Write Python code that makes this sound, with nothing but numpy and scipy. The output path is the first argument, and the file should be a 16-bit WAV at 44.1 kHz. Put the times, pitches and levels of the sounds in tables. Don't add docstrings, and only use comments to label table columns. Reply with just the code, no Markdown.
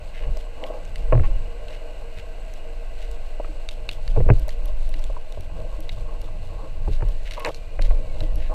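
import sys
import numpy as np
from scipy import signal
from scipy.fft import rfft, irfft, next_fast_len
from scipy.io import wavfile
from scipy.ndimage import uniform_filter1d, map_coordinates

SR = 44100
rng = np.random.default_rng(int(sys.argv[2]) if len(sys.argv) > 2 else 0)


def to_wav(sig):
    pcm = np.clip(np.atleast_2d(sig), -1, 1) * 32767
    pcm = np.round(pcm).astype(np.int16)
    wavfile.write(sys.argv[1], SR, pcm.T)


N = 376613

# start_s, knock_db, knock_hz, thud_db, thud_hz, edge_db
BLOWS = [(.272, -37, 480, -22, 81, -46), (.367, -30, 620, -46, 99, -50),
         (1.124, -11.5, 511, -11, 131.4, -22), (1.127, -16, 1050, -7, 121.5, -14),
         (1.152, -17.5, 397, -14.5, 118, -27), (1.176, -22.5, 407, -18.5, 102, -28),
         (1.196, -30, 700, -10.5, 81, -28.5), (2.168, -62, 500, -33.5, 81, -60),
         (3.399, -19, 588, -48, 100, -46), (3.445, -34.5, 1300, -37, 100, -31),
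         (4.163, -22, 650, -40, 98, -31), (4.173, -17.5, 470, -11.5, 86, -34),
         (4.204, -19, 493, -14, 75.4, -28), (4.261, -32, 616, -16.5, 79.4, -46),
         (4.289, -14.5, 533, -18, 89, -25), (4.301, -12, 433, -5, 109, -9),
         (4.479, -29, 600, -58, 100, -52), (5.099, -28, 566, -56, 99, -58),
         (5.166, -29, 977, -41.5, 101, -38), (5.373, -26.5, 570, -26.5, 85, -44),
         (6.876, -27, 830, -15, 71.5, -36), (7.008, -35, 655, -43, 80, -30),
         (7.023, -31, 900, -16, 91, -27.5), (7.377, -23.5, 976, -58, 100, -32),
         (7.448, -24.5, 980, -42, 101, -26), (7.471, -19.5, 890, -33, 109, -32),
         (7.791, -24.5, 620, -26, 80.6, -26), (7.909, -25.5, 700, -40, 100, -30),
         (8.211, -31, 600, -22.5, 91, -36)]
# start_s, length_s, level_db, upper_lift_db
FISH_SLIDES = [(0.204, 0.1, -43.5, 0.5), (0.565, 0.27, -38.5, -1), (0.692, 0.02, -32, -15),
               (1.12, .055, -34.5, -2), (1.225, 0.051, -42, 13), (1.385, 0.77, -48, -5.5),
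               (5.542, 0.14, -42.5, -5), (5.708, 0.068, -49, 10), (5.97, 0.024, -48, 4),
               (6.058, .13, -47.5, 4), (6.267, 0.024, -48.5, 21), (6.476, 0.24, -47, 5),
               (7.365, 0.1, -39.5, 12.5), (7.445, 0.065, -29.5, 3.5), (7.744, 0.74, -45.5, -7.5),
               (8.495, 0.057, -35, 0.5)]
# start_s, length_s, level_db, treble_db
GLOVE_STROKES = [(0.133, 0.13, -48.5, -8), (1.224, 0.057, -47.5, -17), (1.683, 0.098, -50.5, -0.5),
                 (2.154, 0.064, -49, -3), (2.98, 0.088, -53, 4), (6.911, 0.06, -51, 8),
                 (7.248, 0.058, -46.5, -4), (7.313, 0.045, -44.5, 3), (7.354, 0.075, -46, -5),
                 (7.444, 0.023, -31.5, -32), (7.46, 0.035, -42, -32), (7.547, .03, -54, 27),
                 (7.809, 0.065, -47.5, 2), (8.378, 0.13, -52, -2)]
# start_s, level_db
MOUNT_JERKS = [(1.272, -37), (3.487, -43.5), (4.398, -42), (4.629, -44), (4.874, -48), (4.951, -45.5),
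               (5.029, -51), (5.514, -51.5), (5.78, -38.5), (6.245, -46.5), (6.512, -46), (6.625, -41.5),
               (7.79, -47), (7.98, -44), (8.221, -36), (8.365, -43)]
# start_s, peak_db, treble_db, low_note_hz, high_note_hz, high_note_db
GEAR_CLICKS = [(0.6386, -23.5, -33.5, 2940, 4000, -33), (0.9582, -27.5, -23, 3050, 4540, -21),
               (1.6834, -31.5, -27, 3050, 4030, -27), (3.689, -16.5, -14, 2750, 3720, -2),
               (3.8908, -14.5, -32, 2640, 3730, -8), (4.0783, -25, -24, 1820, 4450, -6.5),
               (4.492, -24, -14, 1960, 4500, -13), (4.94, -28.5, -28, 1990, 4020, -10),
               (5.0405, -29.5, 1, 2640, 3450, -8), (5.324, -34, -6, 3020, 3620, -3),
               (5.8932, -22, -41, 2200, 3810, -3.5), (7.31, -23, -22.5, 2850, 3300, -28),
               (7.3365, -27, -17, 2850, 3780, -14), (7.448, -18, -23, 2440, 4770, -18),
               (7.46, -26, -4, 2220, 3950, -14), (7.5458, -27.5, -10, 2900, 4200, -8),
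               (7.8219, -21, -19.5, 3160, 4270, -9.5), (8.206, -23, -21, 2880, 3950, -2)]
# start_s, peak_db, centre_hz
WATER_SNAPS = [(.371, -33, 5400), (.852, -36.5, 3500), (2.538, -34, 7050), (3.114, -37, 7500),
               (4.396, -33, 13000), (4.482, -32, 13000), (4.657, -33, 9200), (4.892, -37, 8900),
               (4.993, -37, 8360), (5.04, -37, 7500), (5.323, -39, 6000), (5.408, -36.5, 8400),
               (5.805, -34.5, 10700), (6.216, -34, 7800), (7.087, -36.5, 8100), (7.397, -31, 8800),
               (7.488, -38, 4500), (8.357, -34.5, 11000)]
# fastest_s, half_length_s, surge_db
GUN_SWINGS = [(.3, .1, -19), (1.22, .2, -13), (3.3, .7, -26), (4.26, .2, -11), (4.85, .36, -17),
              (6, .6, -25), (7, .24, -16), (7.89, .1, -10), (8.35, .35, -18)]
# time_s, level_db
LOAD_RUMBLE = [(.21, -48), (.29, -30.5), (.45, -55), (1.3, -40), (1.6, -48.5), (3.3, -54), (4.1, -42),
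               (4.6, -46.5), (5.3, -53.5), (5.65, -39.5), (6.1, -42.5), (6.8, -39.5), (7.5, -49.5),
               (8.2, -40)]

# pitch_hz, level_db, t60_s
STOCK_MODES = [(119, -12.5, 0.21), (165, -19.5, 0.17), (324, -29, 0.091)]
# pitch_hz, level_db
MOUNT_MODES = [(168, -4.5), (308, 0), (540, -5.5), (620, -6), (1090, -22)]
# centre_hz, width_hz, level_db
HOUSING_MODES = [(320, 47, -7), (470, 47, 4), (528.6, 62, 3.5), (616, 33, 7.5), (748, 22, -6.5),
                 (825.5, 37, -3), (1014, 78, -8.5), (1086, 44, -3)]
FITTING_MODES = [(2160, 260, 3.5), (2820, 190, 5), (4120, 770, 1.5), (4730, 136, 0.5), (5590, 210, 4.5),
                 (7800, 2400, -2.5), (11900, 2400, -17.5)]
GLOVE_RASP = [(1540, 380, -3.5), (2106, 260, 3), (2610, 200, 3), (2850, 210, 4.5), (3940, 380, -3.5),
              (4520, 140, -2)]
GLOVE_FIZZ = (5000, 3100, -12.5)
HISS_MODES = [(647, 42, -3), (1567, 118, -15.5), (1998, 81, -16), (2440, 410, -25), (2870, 13, -9.5),
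              (7750, 40, -21.5)]
# centre_hz, width_hz
SURFACE_BAND = (3130, 1000)

# frequency_hz, gain_db
EDGE_EQ = [(200, 7), (700, 5.5), (1500, 2), (2400, -2), (2900, -10), (3800, -45), (7000, -73)]
FLOP_EQ = [(95, 0), (160, -6), (230, -19), (330, -12), (450, -12), (800, -45), (2500, -100)]
SURGE_EQ = [(6, -49), (12, -2), (17, 3), (24, 0), (29, -6), (39, -5), (48, -19), (65, -31), (110, -46),
            (250, -100)]
EDDY_EQ = [(35, -50), (58, -0.5), (85, 1.5), (120, -5.5), (145, -14.5), (170, -8.5), (215, -24.5),
           (270, -38), (308, -19.5), (370, -43.5), (900, -92.5)]
FIZZ_EQ = [(900, -20), (2000, -1), (2700, 2.5), (3300, -1), (4200, 5), (5200, -8), (8000, -5),
           (11500, -17.5)]
HISS_EQ = [(60, -9), (250, -0.5), (400, 0), (600, 3), (800, -2), (1250, -21), (1800, -20), (2700, -2.5),
           (3400, -19), (4300, -14.5), (5100, -22.5), (9000, -25.5), (10500, -31.5)]

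CALM_DB = -29


def bumps():
    out, t = np.zeros(N), np.arange(SR // 5) / SR
    noises = rng.standard_normal((len(BLOWS), 3, len(t)))
    chances = rng.standard_normal((len(BLOWS), len(STOCK_MODES), 2))
    for blow, (scuff, crack, rub), chance in zip(BLOWS, noises, chances):
        start_s, knock_db, knock_hz, thud_db, thud_hz, edge_db = blow
        edge = crest(filtered(crack * decay(t, t60_s=0.02), colour(EDGE_EQ)))
        add(out, start_s, amp(knock_db) * knock(t, knock_hz, scuff))
        add(out, start_s, amp(thud_db) * thud(t, thud_hz, rub, chance))
        add(out, start_s, amp(edge_db) * edge)
    return out


def knock(t, pitch_hz, scuff):
    force = 11 * (t == 0) + scuff * decay(t, t60_s=0.026)
    ring = housing(force, muffle_hz=1150, tilt_db=10 * np.log2(pitch_hz / 600), damping=1.4)
    note = sine(pitch_hz, t) * decay(t, t60_s=0.023) * attack(t, rise_s=0.0029)
    return crest(crest(note) + amp(-1) * crest(ring))


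def thud(t, pitch_hz, rub, chance):
    swing = sine(pitch_hz, t) * decay(t, t60_s=0.125)
    modes = sum(amp(db + 2 * louder) * decay(t, t60_s) * sine(hz * (1 + 0.0073 * detune), t)
                for (hz, db, t60_s), (louder, detune) in zip(STOCK_MODES, chance))
    flop = filtered(rub * decay(t, t60_s=0.11), colour(FLOP_EQ))
    return crest((crest(swing + modes) + amp(-5.5) * crest(flop)) * attack(t, rise_s=0.007))


def housing(force, muffle_hz, tilt_db, damping=1):
    modes = [(hz, width * damping, db + tilt_db * np.log2(hz / 600)) for hz, width, db in HOUSING_MODES]
    soft = signal.sosfilt(signal.butter(4, muffle_hz, fs=SR, output="sos"), force)
    return filtered(soft, lambda hz: body(modes[:1])(hz) + body(modes[1:])(hz))


def slips():
    rings = [housing(grains(per_s=260, spread_db=1), muffle_hz=1300, tilt_db=db) for db in (-4.6, 4.6)]
    return unit(sum(steady(ring, seconds=0.066) * amp(2.6 * wobble(30)) for ring in rings))


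def rubbing(surge_db):
    return amp(-51 + 0.16 * surge_db) * slips()


def slides():
    out, skin = np.zeros(N), slips()
    for start_s, length_s, level_db, lift_db in FISH_SLIDES:
        tone = colour([(600, 0), (950, lift_db)])
        add(out, start_s, amp(level_db) * unit(filtered(stroke(skin, start_s, length_s), tone)))
    return out


def gloves():
    out = np.zeros(N)
    fibres = filtered(grains(per_s=700, spread_db=6), body(GLOVE_RASP + [GLOVE_FIZZ]))
    weave = steady(fibres, seconds=0.04) * amp(2.5 * wobble(70))
    for start_s, length_s, level_db, treble_db in GLOVE_STROKES:
        tone = colour([(2500, 0), (4000, treble_db), (12000, treble_db - 3)])
        add(out, start_s, amp(level_db) * unit(filtered(stroke(weave, start_s, length_s), tone)))
    return out


def mount_jerks():
    out, t = np.zeros(N), np.arange(SR // 6) / SR
    rise_s = 0.013
    envelope = t / rise_s * np.exp(1 - t / rise_s)
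    chances = rng.standard_normal((len(MOUNT_JERKS), len(MOUNT_MODES), 2))
    for (start_s, level_db), chance in zip(MOUNT_JERKS, chances):
        note = sum(amp(db + 1.5 * louder) * sine(hz * (1 + 0.012 * detune), t)
                   for (hz, db), (louder, detune) in zip(MOUNT_MODES, chance))
        add(out, start_s, amp(level_db) * envelope * note)
    return out


def clicks():
    out, t = np.zeros(N), np.arange(SR // 20) / SR
    note_width_hz = 230
    for start_s, peak_db, treble_db, low_hz, high_hz, high_db in GEAR_CLICKS:
        envelope = decay(t, t60_s=0.0065) + amp(-15) * decay(t, t60_s=0.04)
        ring = filtered(rng.standard_normal(len(t)) * envelope, body(FITTING_MODES))
        treble_eq = [(4200, 0.0056), (5100, min(treble_db + 13.5, 0)),
                     (7500, treble_db + 10.5), (13000, 0.78 * treble_db + 13)]
        ring = crest(filtered(ring, colour(treble_eq)))
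        notes = amp(-2.5) * sine(low_hz, t) + amp(8.5 + high_db) * sine(high_hz, t)
        add(out, start_s, amp(peak_db) * crest(ring + notes * np.exp(-np.pi * note_width_hz * t)))
    return out


def snaps():
    out, t = np.zeros(N), np.arange(SR // 50) / SR
    for start_s, peak_db, centre_hz in WATER_SNAPS:
        burst = rng.standard_normal(len(t)) * decay(t, t60_s=0.008)
        tick = crest(filtered(burst, body([(centre_hz, 0.5 * centre_hz, 0)])))
        ring = crest(filtered(burst, body(FITTING_MODES)))
        add(out, start_s, amp(peak_db) * crest(tick + amp(-3) * ring))
    return out


def surface_echo(sound, delay_s, t60_s):
    late = np.maximum(np.arange(SR // 3) / SR - delay_s, 0)
    tail_power = (decay(late, t60_s) * attack(late, rise_s=0.0027)) ** 2
    envelope = np.sqrt(np.abs(signal.fftconvolve(sound ** 2, tail_power / tail_power.sum())[:N]))
    facets = filtered(grains(per_s=1200, spread_db=4), body([(*SURFACE_BAND, 0)]))
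    return envelope * unit(facets)


def swings():
    power = sum((amp(db - CALM_DB) * swell(fastest_s, half_s)) ** 2
                for fastest_s, half_s, db in GUN_SWINGS)
    return 10 * np.log10(1 + power)


def water(surge_db):
    surge = steady(noise(colour(SURGE_EQ)), seconds=0.1)
    eddies = steady(noise(colour(EDDY_EQ)), seconds=0.17)
    rumble_db = np.interp(np.arange(N) / SR, *np.transpose(LOAD_RUMBLE)) + 2.8 * wobble(9)
    return amp(CALM_DB + surge_db) * surge + amp(rumble_db) * eddies


def fizz(surge_db):
    crackle = unit(filtered(grains(per_s=2500, spread_db=5.5), colour(FIZZ_EQ)))
    return crackle * amp(-62 + 0.17 * surge_db + 2.5 * wobble(16))


def hiss_and_hum():
    lift = swell(centre_s=1.75, half_s=2.84)
    broad = amp(-53 + 2.5 * lift) * unit(noise(colour(HISS_EQ)))
    peaks = amp(-54.5 + 4 * lift) * unit(noise(body(HISS_MODES)))
    hum = amp(-59 + 6.5 * lift) * fuzzy_tone(pitch_hz=463.5, width_hz=15)
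    return broad + peaks + hum


def whistle():
    glide = swell(centre_s=7.78, half_s=0.58)
    fade = np.minimum(5 * glide, 1)
    return amp(-63.5) * fade * fuzzy_tone(pitch_hz=1494 + 977 * glide, width_hz=87)


def amp(db):
    return 10 ** (np.asarray(db) / 20)


def unit(x):
    return x / np.sqrt(np.mean(x ** 2) + 1e-20)


def crest(x):
    return x / (np.abs(x).max() + 1e-20)


def sine(hz, t):
    return np.sin(2 * np.pi * hz * t)


def attack(t, rise_s):
    return 1 - np.exp(-t / rise_s)


def decay(t, t60_s):
    return amp(-60 * t / t60_s)


def swell(centre_s, half_s):
    return np.exp(-((np.arange(N) / SR - centre_s) / half_s) ** 2)


def stroke(sound, start_s, length_s):
    part = unit(sound[round(start_s * SR):round((start_s + length_s) * SR)])
    return part * np.abs(np.sin(np.linspace(0, np.pi, len(part)))) ** 0.5


def wobble(per_s):
    coarse = np.arange(0, N, 32)
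    values = map_coordinates(rng.standard_normal(int(N * per_s / SR) + 4), [coarse * per_s / SR])
    return np.interp(np.arange(N), coarse, values)


def fuzzy_tone(pitch_hz, width_hz):
    drift = wobble(width_hz) + 1j * wobble(width_hz)
    phase = 2 * np.pi * np.cumsum(pitch_hz * np.ones(N)) / SR
    return unit(np.real(drift * np.exp(1j * phase)))


def grains(per_s, spread_db):
    out, hits = np.zeros(N), np.flatnonzero(rng.random(N) < per_s / SR)
    sign, size = rng.standard_normal((N // 8, 2))[:len(hits)].T
    out[hits] = np.sign(sign) * amp(spread_db * np.clip(size, -2, 2))
    return out


def noise(response):
    return filtered(rng.standard_normal(N), response)


def filtered(x, response):
    size = 2 * next_fast_len(len(x) // 2 + 1024, real=True)
    return irfft(rfft(x, size) * response(np.fft.rfftfreq(size, 1 / SR)), size)[:len(x)]


def colour(points):
    def response(hz):
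        point_hz, point_db = np.transpose(points)
        gain = amp(np.interp(np.log(hz + 1), np.log(point_hz), point_db))
        cepstrum = irfft(np.log(gain))
        cepstrum[1:len(hz) - 1] *= 2
        cepstrum[len(hz):] = 0
        return np.exp(rfft(cepstrum))
    return response


def body(modes):
    return lambda hz: sum(
        (-1) ** k * amp(db) * 1j * hz * width / (centre ** 2 - hz ** 2 + 1j * hz * width)
        for k, (centre, width, db) in enumerate(modes))


def steady(x, seconds):
    size = int(seconds * SR / 2)
    power = np.abs(uniform_filter1d(uniform_filter1d(x ** 2, size), size))
    return x / np.sqrt(power + 1e-4 * np.mean(x ** 2))


def add(track, start_s, sound):
    part = track[round(start_s * SR):][:len(sound)]
    part += sound[:len(part)]


def scene():
    surge_db = swings()
    fittings, ticks = clicks(), snaps()
    echo = amp(-10) * surface_echo(fittings + amp(8) * ticks, delay_s=0.019, t60_s=0.14)
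    handling = rubbing(surge_db) + slides() + gloves() + mount_jerks() + bumps()
    background = water(surge_db) + fizz(surge_db) + hiss_and_hum() + whistle()
    return (handling + fittings + ticks + echo + background)[None]


def record(dry):
    return np.array([filtered(x, lambda hz: hz < 15300) for x in dry])


dry = scene()
out = record(dry)
to_wav(out)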